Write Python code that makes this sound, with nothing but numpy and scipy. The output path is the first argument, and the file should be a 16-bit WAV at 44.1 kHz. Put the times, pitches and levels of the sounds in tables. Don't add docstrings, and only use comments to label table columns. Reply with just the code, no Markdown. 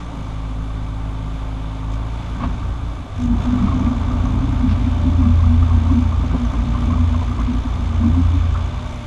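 import sys
import numpy as np
from scipy import signal
from scipy.fft import rfft, irfft, next_fast_len
from scipy.io import wavfile
from scipy.ndimage import uniform_filter1d

SR = 44100
rng = np.random.default_rng(int(sys.argv[2]) if len(sys.argv) > 2 else 0)


def put_to_file(sound):
    columns = np.atleast_2d(sound).T
    safe = np.clip(columns, -1, 1)
    whole_steps = np.round(safe * 32767)
    wavfile.write(sys.argv[1], SR, whole_steps.astype(np.int16))


def attenuation_scalar(level_db):
    decades = np.asarray(level_db, float) / 20
    return 10 ** decades


N = 399546
T = np.arange(N) / SR


def curves(table):
    s, *columns = np.transpose(table)
    return [np.interp(T, s, c) for c in columns]


def swells(rows, size):
    return sum(size(v) * np.exp(-(2 * (T - s) / length) ** 2) for s, v, length in rows)


def unit(x):
    return x / np.sqrt(np.mean(x ** 2))


def turn(hz):
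    return 2 * np.pi * np.cumsum(hz) / SR


def walk(rate):
    k = int(SR / rate)
    steps = np.repeat(rng.standard_normal(N // k + 1), k)
    return unit(uniform_filter1d(uniform_filter1d(steps, k), k)[:N])


def colour(x, points, lo_hz, hi_hz, boosts=()):
    size = next_fast_len(N)
    f = np.arange(size // 2 + 1) * SR / size + 1e-3
    hz, db = np.transpose(points)
    db = np.interp(np.log(f), np.log(hz), db)
    db = db + sum(boost / (1 + (2 * (f - centre) / width) ** 2) for centre, width, boost in boosts)
    edges = 1 / np.sqrt((1 + (lo_hz / f) ** 12) * (1 + (f / hi_hz) ** 12))
    return unit(irfft(rfft(x, size) * attenuation_scalar(db) * edges, size)[:N])


def ring(x, hz, width_hz):
    return signal.lfilter(*signal.iirpeak(hz, hz / width_hz, SR), x)


def ring_twice(x, hz, width_hz):
    return ring(ring(x, hz, 2 * width_hz), hz, width_hz)


def add(out, s, x):
    i = int(s * SR)
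    out[i:i + len(x)] += x[:N - i]


# frequency in Hz, level in dB per Hz
AIR_TONE = [(4, -7), (25, -1), (45, -9.5), (65, -4.5), (90, -5.5), (125, -8.5), (165, -7.5), (220, -22.5),
            (300, -14), (420, -25.5), (600, -44.5)]
AIR_DB = -34


def air():
    swell_db = 1.2 * walk(2.5)
    return attenuation_scalar(AIR_DB + swell_db) * colour(rng.standard_normal(N), AIR_TONE, 2, 510)


# frequency in Hz, level in dB
WHISTLE_TONES = [(9651, -79.5)]


def hydraulics():
    return np.sqrt(2) * sum(attenuation_scalar(db) * np.sin(2 * np.pi * hz * T) for hz, db in WHISTLE_TONES)


# time in seconds, length in seconds, level in dB, lowest Hz, highest Hz
GRIT_SCRAPES = [
    (2.429, 0.12, -31.5, 500, 4200),
    (4.714, 0.11, -43, 2000, 5500),
    (6.35, 0.071, -32, 330, 900),
    (7.231, 0.04, -34, 450, 720),
    (3.865, .014, -36, 2050, 2400),
    (7.405, 0.068, -36, 1200, 2000),
    (8.554, 0.061, -34, 1090, 1710),
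]
LINKS_PER_S, LINK_S, LINK_SCATTER_DB = 22, .014, 3


def grit():
    link = np.cumsum(LINKS_PER_S * (1 + .2 * walk(30))) / SR
    size = attenuation_scalar(LINK_SCATTER_DB * rng.standard_normal(int(link[-1]) + 1))[link.astype(int)]
    decay = np.exp(-(link % 1) / LINKS_PER_S / LINK_S)
    loose = rng.standard_normal(N) * (.25 + size * decay)
    rattle = sum(ring(ring(loose, hz, 300), hz, 160) for hz in (950, 1050, 1180))
    bonnet_db = loudness()[0]
    out = curves(TRACK_PULL)[0] * attenuation_scalar(bonnet_db - 6.5) * unit(rattle)
    sand = rng.standard_normal(N) * attenuation_scalar(2 * walk(120))
    for s, length, db, lo_hz, hi_hz in GRIT_SCRAPES:
        drag = np.hanning(int(length * SR))
        scrape = colour(sand, HISS_TONE, lo_hz, hi_hz)[int(s * SR):][:len(drag)]
        add(out, s - length / 2, attenuation_scalar(db) * drag * scrape)
    return out


# start in seconds, peak level in dB, ring in Hz
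PIN_KNOCKS = [(2.401, -29, 1090), (2.434, -24.5, 1103), (3.535, -38, 1170), (3.579, -28, 1140),
              (3.624, -30, 1120), (3.682, -25.5, 1140), (3.719, -24, 1083), (3.825, -31, 1150),
              (3.87, -30, 1170), (4.109, -28.5, 1170), (4.256, -30, 1126), (5.224, -28, 1075),
              (5.253, -27.5, 1170), (5.396, -31, 1075), (5.437, -27, 1170), (5.624, -29, 1170),
              (5.704, -28, 1084), (5.896, -28.5, 1077), (6.12, -27, 1084), (6.536, -27.5, 1054),
              (6.749, -27, 1053), (6.902, -27, 1055), (6.932, -26, 1142), (6.978, -29, 1034),
              (7.144, -26.5, 1065), (7.214, -28.5, 995), (7.314, -32, 1170), (7.389, -28, 1035),
              (7.405, -28, 1156), (8.034, -30, 1070)]


def pins():
    out, t = np.zeros(N), T[:SR // 8]
    swell = (1 - np.exp(-t / .0015)) * np.exp(-t / .011)
    for (s, db, hz), start in zip(PIN_KNOCKS, rng.random((len(PIN_KNOCKS), 4))):
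        modes = zip((1, 1.09, .62, 2.0), (-0.5, -8.5, -10.0, -18.5), start)
        knock = sum(attenuation_scalar(part_db) * np.sin(2 * np.pi * (hz * k * t + p)) for k, part_db, p in modes)
        add(out, s, attenuation_scalar(db + 1) * knock * swell / swell.max())
    return out


# time in seconds, shake of the body in dB
ROUGHNESS = [(0, -41), (1.8, -46.5), (2.33, -40), (2.45, -27), (2.7, -38), (3.1, -42), (3.3, -23.5),
             (4.6, -25), (5.5, -29.5), (6.8, -27), (7.2, -31), (7.95, -33), (8.1, -26), (8.35, -28.5),
             (8.55, -39.5), (9.06, -38)]
# frequency in Hz, width in Hz, level in dB
BODY_MODES = [(164, 10, -8), (198, 42, -6), (228.6, 11.9, 1), (247.1, 13.8, 1.5), (266.5, 14, -5.5),
              (290.5, 5.4, -25.5)]
# middle in seconds, peak level in dB, ring in Hz, length in seconds
LUG_THUMPS = [(2.469, -21.5, 245, 0.044), (3.24, -17, 245, 0.15), (3.33, -17, 238.6, 0.22),
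              (3.527, -15, 245.8, .2), (3.63, -12, 243.5, .1), (3.748, -19, 258, .09),
              (3.847, -20, 239.7, .13), (3.922, -14, 247, .05), (4.133, -19, 248.8, .2),
              (4.277, -21, 256.5, .2), (4.435, -13.5, 260, 0.057), (4.65, -13, 253.4, 0.1),
              (4.872, -16, 247.4, 0.073), (5.075, -14, 257.6, 0.062), (5.204, -16, 264.5, .09),
              (5.271, -14.5, 241.2, 0.19), (5.52, -16.5, 241, 0.22), (5.747, -20.5, 241, 0.16),
              (5.923, -13, 260, .04), (5.982, -12, 240.5, 0.093), (6.355, -14, 252, 0.0405),
              (6.42, -17, 242.3, .13), (6.608, -21.5, 246, 0.093), (6.819, -20, 234.4, 0.18),
              (6.902, -22, 241, .06), (7.142, -22, 245.5, 0.17), (7.659, -18, 252, 0.041),
              (8.063, -13.5, 234.6, .2), (8.188, -13, 262.4, .1), (8.354, -21, 273, .077)]
# middle in
# seconds, peak level in dB, ring in Hz
MORE_THUMPS = [(3.322, -21, 205), (3.536, -19, 200), (3.646, -13, 199.2), (4.666, -22.5, 178),
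               (4.714, -17, 208.4), (5.265, -16, 209.6), (5.467, -22, 210), (6.34, -22.5, 169),
               (8.039, -17, 216), (8.207, -21, 175), (3.15, -31, 151), (3.273, -24, 153),
               (6.679, -24, 149), (5.634, -20.5, 256), (7.011, -19.5, 240.4), (7.31, -24, 240.4),
               (7.411, -24, 246), (7.495, -21, 241), (7.799, -23, 250), (8.074, -21, 282),
               (8.12, -22, 150)]
MORE_THUMP_S = .09
GROUND_DB, GROUND_SHARE = -30.5, .8


def body():
    hum_db = curves(ROUGHNESS)[0]
    shake = rng.standard_normal(N) * attenuation_scalar(2.6 * walk(12))
    hum = unit(sum(attenuation_scalar(db) * ring_twice(shake, hz, w) for hz, w, db in BODY_MODES))
    ground_db = GROUND_DB + GROUND_SHARE * (hum_db - hum_db.max())
    ground = colour(rng.standard_normal(N), AIR_TONE, 32, 125)
    out = attenuation_scalar(hum_db) * hum + attenuation_scalar(ground_db) * ground
    knocks = [*LUG_THUMPS, *((*thump, MORE_THUMP_S) for thump in MORE_THUMPS)]
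    for (s, db, hz, length), start in zip(knocks, rng.random(len(knocks))):
        swell = np.hanning(int(length * SR))
        tone = np.sin(2 * np.pi * (hz * T[:len(swell)] + start))
        add(out, s - length / 2, attenuation_scalar(db) * swell * tone)
    return out


# time in seconds, pull from 0 to 1
TRACK_PULL = [(2.25, 0.6), (2.4, 0.67), (2.95, 0.95), (3.05, 0.01), (3.4, 0.9), (3.6, 1), (8.55, 0.97),
              (9, 0.37)]
# frequency in Hz, wander in Hz, steady level in dB,
# and a list of shudders, each with its middle in seconds, peak level in dB and length in seconds
FRAME_MODES = [
    (84.06, 0.49, -30, [(2.5, -42, 0.34), (3.3, -28.5, 0.33), (3.75, -27, 0.45), (4.65, -28.5, 0.72), (5.42, -14.5, 0.78), (5.95, -20.5, 0.73), (7.05, -18, 0.37), (8.25, -16.5, 0.7)]),
    (51.06, .4, -29, [(3.3, -32, 0.26), (4.72, -27, .35), (5.75, -29.5, 0.25), (6.62, -28, .5), (7.5, -31, .4), (8.3, -33, 0.71)]),
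    (40.2, 1.22, -41.5, [(2.5, -30, 0.31), (3.55, -32, .5), (4.33, -26.5, 0.91), (5.45, -25, 0.63)]),
    (90.85, 1.53, -39.5, [(3.8, -31, 0.48), (4.2, -24, 0.31), (4.75, -20.5, 0.19), (5.72, -26, 0.34), (7.08, -29, 0.77), (8.45, -36, 0.52)]),
]


def frame():
    pull = curves(TRACK_PULL)[0] * np.clip(T - 1.5, 0, 1)
    out = np.zeros(N)
    for hz, wander_hz, db, shudders in FRAME_MODES:
        level = pull * attenuation_scalar(db) + swells(shudders, attenuation_scalar)
        out += level * np.cos(turn(hz + wander_hz * walk(2)))
    return np.sqrt(2) * out


# time in seconds, load from 0 to 1
ENGINE_LOAD = [(0, 0.7), (.04, 0.2), (.25, 0), (1.85, 0), (2, 0.32), (2.5, .45), (3.08, 0.04), (3.28, 0.4),
               (3.45, 0.94), (4.2, 0.87), (5.5, 0.82), (6.5, 1), (8.85, 0.94), (9.06, .7)]
# middle in seconds, rise in dB, length in seconds
VALVE_SPURTS = [
    (0, 4, 0.021),
    (.22, 3, 0.32),
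    (1.935, 6.5, 0.056),
    (3.22, 8, 0.12),
    (3.43, 3.5, .06),
    (8.91, 2.5, 0.13),
]
# idle level in dB, rise under full load in dB, share of a valve spurt
PART_NOISE = [
    (-40, 6.5, 0.055),
    (-48.5, 5, 0.29),
    (-60, 5.5, 0.92),
]
TURN_S, TURN_DB_PER_S = 3.13, -0.63


def loudness():
    load, spurt_db = curves(ENGINE_LOAD)[0], swells(VALVE_SPURTS, float)
    bonnet, block, injectors = (db + rise_db * load + share * spurt_db for db, rise_db, share in PART_NOISE)
    return bonnet + TURN_DB_PER_S * np.maximum(T - TURN_S, 0), block, injectors


# time in seconds, firing rate in Hz, exhaust level in dB,
# second order against the first in dB
ENGINE_RUN = [(0, 57.5, -29, -9), (.12, 55.8, -31.5, -9), (.24, 52.9, -29, -4), (.5, 53.3, -24.8, -6.5),
              (1.8, 53.1, -26, -6), (1.95, 53.9, -22, -5.5), (2.25, 57.2, -27.5, -5),
              (2.45, 56.3, -27, -6.5), (2.83, 56.2, -24.3, -5.5), (3, 57, -33, -11), (3.1, 49.5, -40, 0),
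              (3.2, 51.6, -27, -1), (3.35, 55.3, -22.5, -7), (3.52, 59.2, -24.8, -2),
              (4.2, 58.7, -23.5, -3), (6.6, 58.7, -22, -7), (8.55, 58.7, -22.7, -9), (9.06, 59.2, -38, 3)]
EXHAUST_ORDERS = [(1, 0), (2, .6)]
# middle in seconds, change in Hz, length in seconds
GOVERNOR_SURGES = [
    (4.72, .9, .35),
    (5.85, -.6, .4),
    (6.78, .9, .3),
    (7.1, .5, .2),
    (8.15, -.3, .4),
    (8.82, 1.6, .35),
]
# time in seconds, share from 0 to 1
IDLE_SHARE = [(0, 0.55), (.25, 0.75), (1.95, 1), (2.1, 0.54), (3, 0.54), (3.2, 0.1)]
# multiple of the firing rate, level in dB
IDLE_TONES = [(2.5, -46), (3, -35.5), (4.5, -49), (5, -37.5), (8, -57), (9, -59), (11, -52), (15, -55),
              (16.5, -53), (20, -53)]
# time in seconds, level in dB
PUMP_WHINE = [(3.3, -55), (3.8, -47.5), (4.6, -51), (5, -43), (5.9, -51), (6.2, -50.5), (7, -46),
              (7.5, -57), (8.5, -50), (8.85, -44.5)]
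# frequency in Hz, level in dB per Hz
HISS_TONE = [(190, -38), (330, -5), (416, -3), (449, -7), (575, -5.5), (832, -5), (1170, -3), (1850, -17.5),
             (2260, -15.5), (2810, -19.5), (3540, -20.5), (4530, -26), (6560, -28), (12100, -39),
             (13100, -59.5)]
# frequency in Hz, width in Hz, boost in dB
PANEL_MODES = [(680, 260, 5), (900, 28, 6), (1170, 74, 5.5), (1543, 54, 6), (2295, 81, 4.5), (3010, 150, 3),
               (3530, 330, 6.5), (6170, 120, 6.5), (6870, 1100, 4)]
# lowest Hz, highest Hz, depth of the firing puff, trim in dB
NOISE_BANDS = [
    (330, 1780, 0.091, -0.58),
    (1786, 5350, 0.35, 0.67),
    (5500, 7700, 1.1, -1.86),
    (7970, 32000, 0.22, -6.5),
]
# frequency in Hz, width in Hz, level under load in dB
NEEDLES = [(5960, 120, -66.5), (6410, 140, -67)]
FOURTH_DB = -37.5
LUMPY_DB = 1.5
FLICKER_DB = .5


def exhaust_and_gears(crank, exhaust_db, second_db, load):
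    lumps = LUMPY_DB * curves(TRACK_PULL)[0]
    order_db = exhaust_db + .5 * lumps * walk(6), exhaust_db + second_db + lumps * walk(8)
    tones = sum(attenuation_scalar(db) * np.cos(k * crank + lag) for (k, lag), db in zip(EXHAUST_ORDERS, order_db))
    idle = sum(attenuation_scalar(db) * np.cos(k * (crank - .15)) for k, db in IDLE_TONES)
    tones += curves(IDLE_SHARE)[0] * idle
    tones += attenuation_scalar(curves(PUMP_WHINE)[0]) * np.sin(10 * crank)
    tones += load * attenuation_scalar(FOURTH_DB) * np.cos(4 * crank)
    return np.sqrt(2) * tones


def knocks_and_hiss(bump):
    bonnet_db, block_db, knock_db = loudness()
    mean_db = knock_db.mean()
    fan_db = mean_db + 0.28 * (knock_db - mean_db)
    puff_size = attenuation_scalar(1.6 * (knock_db - mean_db))
    out = np.zeros(N)
    for db, (lo_hz, hi_hz, puff, trim_db) in zip((bonnet_db, block_db, knock_db, fan_db), NOISE_BANDS):
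        gas = (1 + puff * puff_size * bump) * rng.standard_normal(N)
        gas /= np.sqrt(uniform_filter1d(gas ** 2, size=SR // 5))
        level = attenuation_scalar(db + trim_db + FLICKER_DB * walk(9))
        out += level * colour(gas, HISS_TONE, lo_hz, hi_hz, PANEL_MODES)
    return out


def injector_needles(bump, load):
    needles = rng.standard_normal(N) * bump ** 2 * attenuation_scalar(3.9 * walk(40))
    return load * sum(attenuation_scalar(db) * unit(ring_twice(needles, hz, w)) for hz, w, db in NEEDLES)


def engine():
    hz, exhaust_db, second_db = curves(ENGINE_RUN)
    load = curves(ENGINE_LOAD)[0]
    crank = turn(hz + swells(GOVERNOR_SURGES, float))
    cycle = crank / (2 * np.pi) + 0.74
    strength = attenuation_scalar(1.5 * rng.standard_normal(int(cycle[-1]) + 1))[cycle.astype(int)]
    bump = strength * np.sin(np.pi * cycle) ** 4
    tones = exhaust_and_gears(crank, exhaust_db, second_db, load)
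    return tones + knocks_and_hiss(bump) + injector_needles(bump, load)


def scene():
    mix = air() + hydraulics() + grit() + pins() + body() + frame() + engine()
    return (mix * np.minimum(T / .004, 1))[None]


def starve(x, from_hz, slope):
    f, _, z = signal.stft(x, SR, nperseg=2048)
    share = np.clip(slope * (f[:, None] / from_hz - 1), 0, 1)
    power = uniform_filter1d(np.abs(z) ** 2, size=3, axis=0)
    weak = power < 2.3 * share * uniform_filter1d(power, size=20, axis=1)
    patch = np.kron(rng.random((len(f) // 8 + 1, z.shape[1] // 3 + 1)), np.ones((8, 3)))
    patch = patch[:len(f), :z.shape[1]]
    above_top = f[:, None] > 12000 + 1500 * patch[:1] ** 2
    keep = patch > .4 * share + above_top
    return signal.istft(z * ~weak * keep, SR, nperseg=2048)[1][:N]


def band_limit(x):
    return signal.sosfilt(signal.butter(12, 13270, fs=SR, output="sos"), x)


def record(dry):
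    mix = starve(dry[0], from_hz=7000, slope=0.66)[None]
    return band_limit(mix)


dry = scene()
out = record(dry)
put_to_file(out)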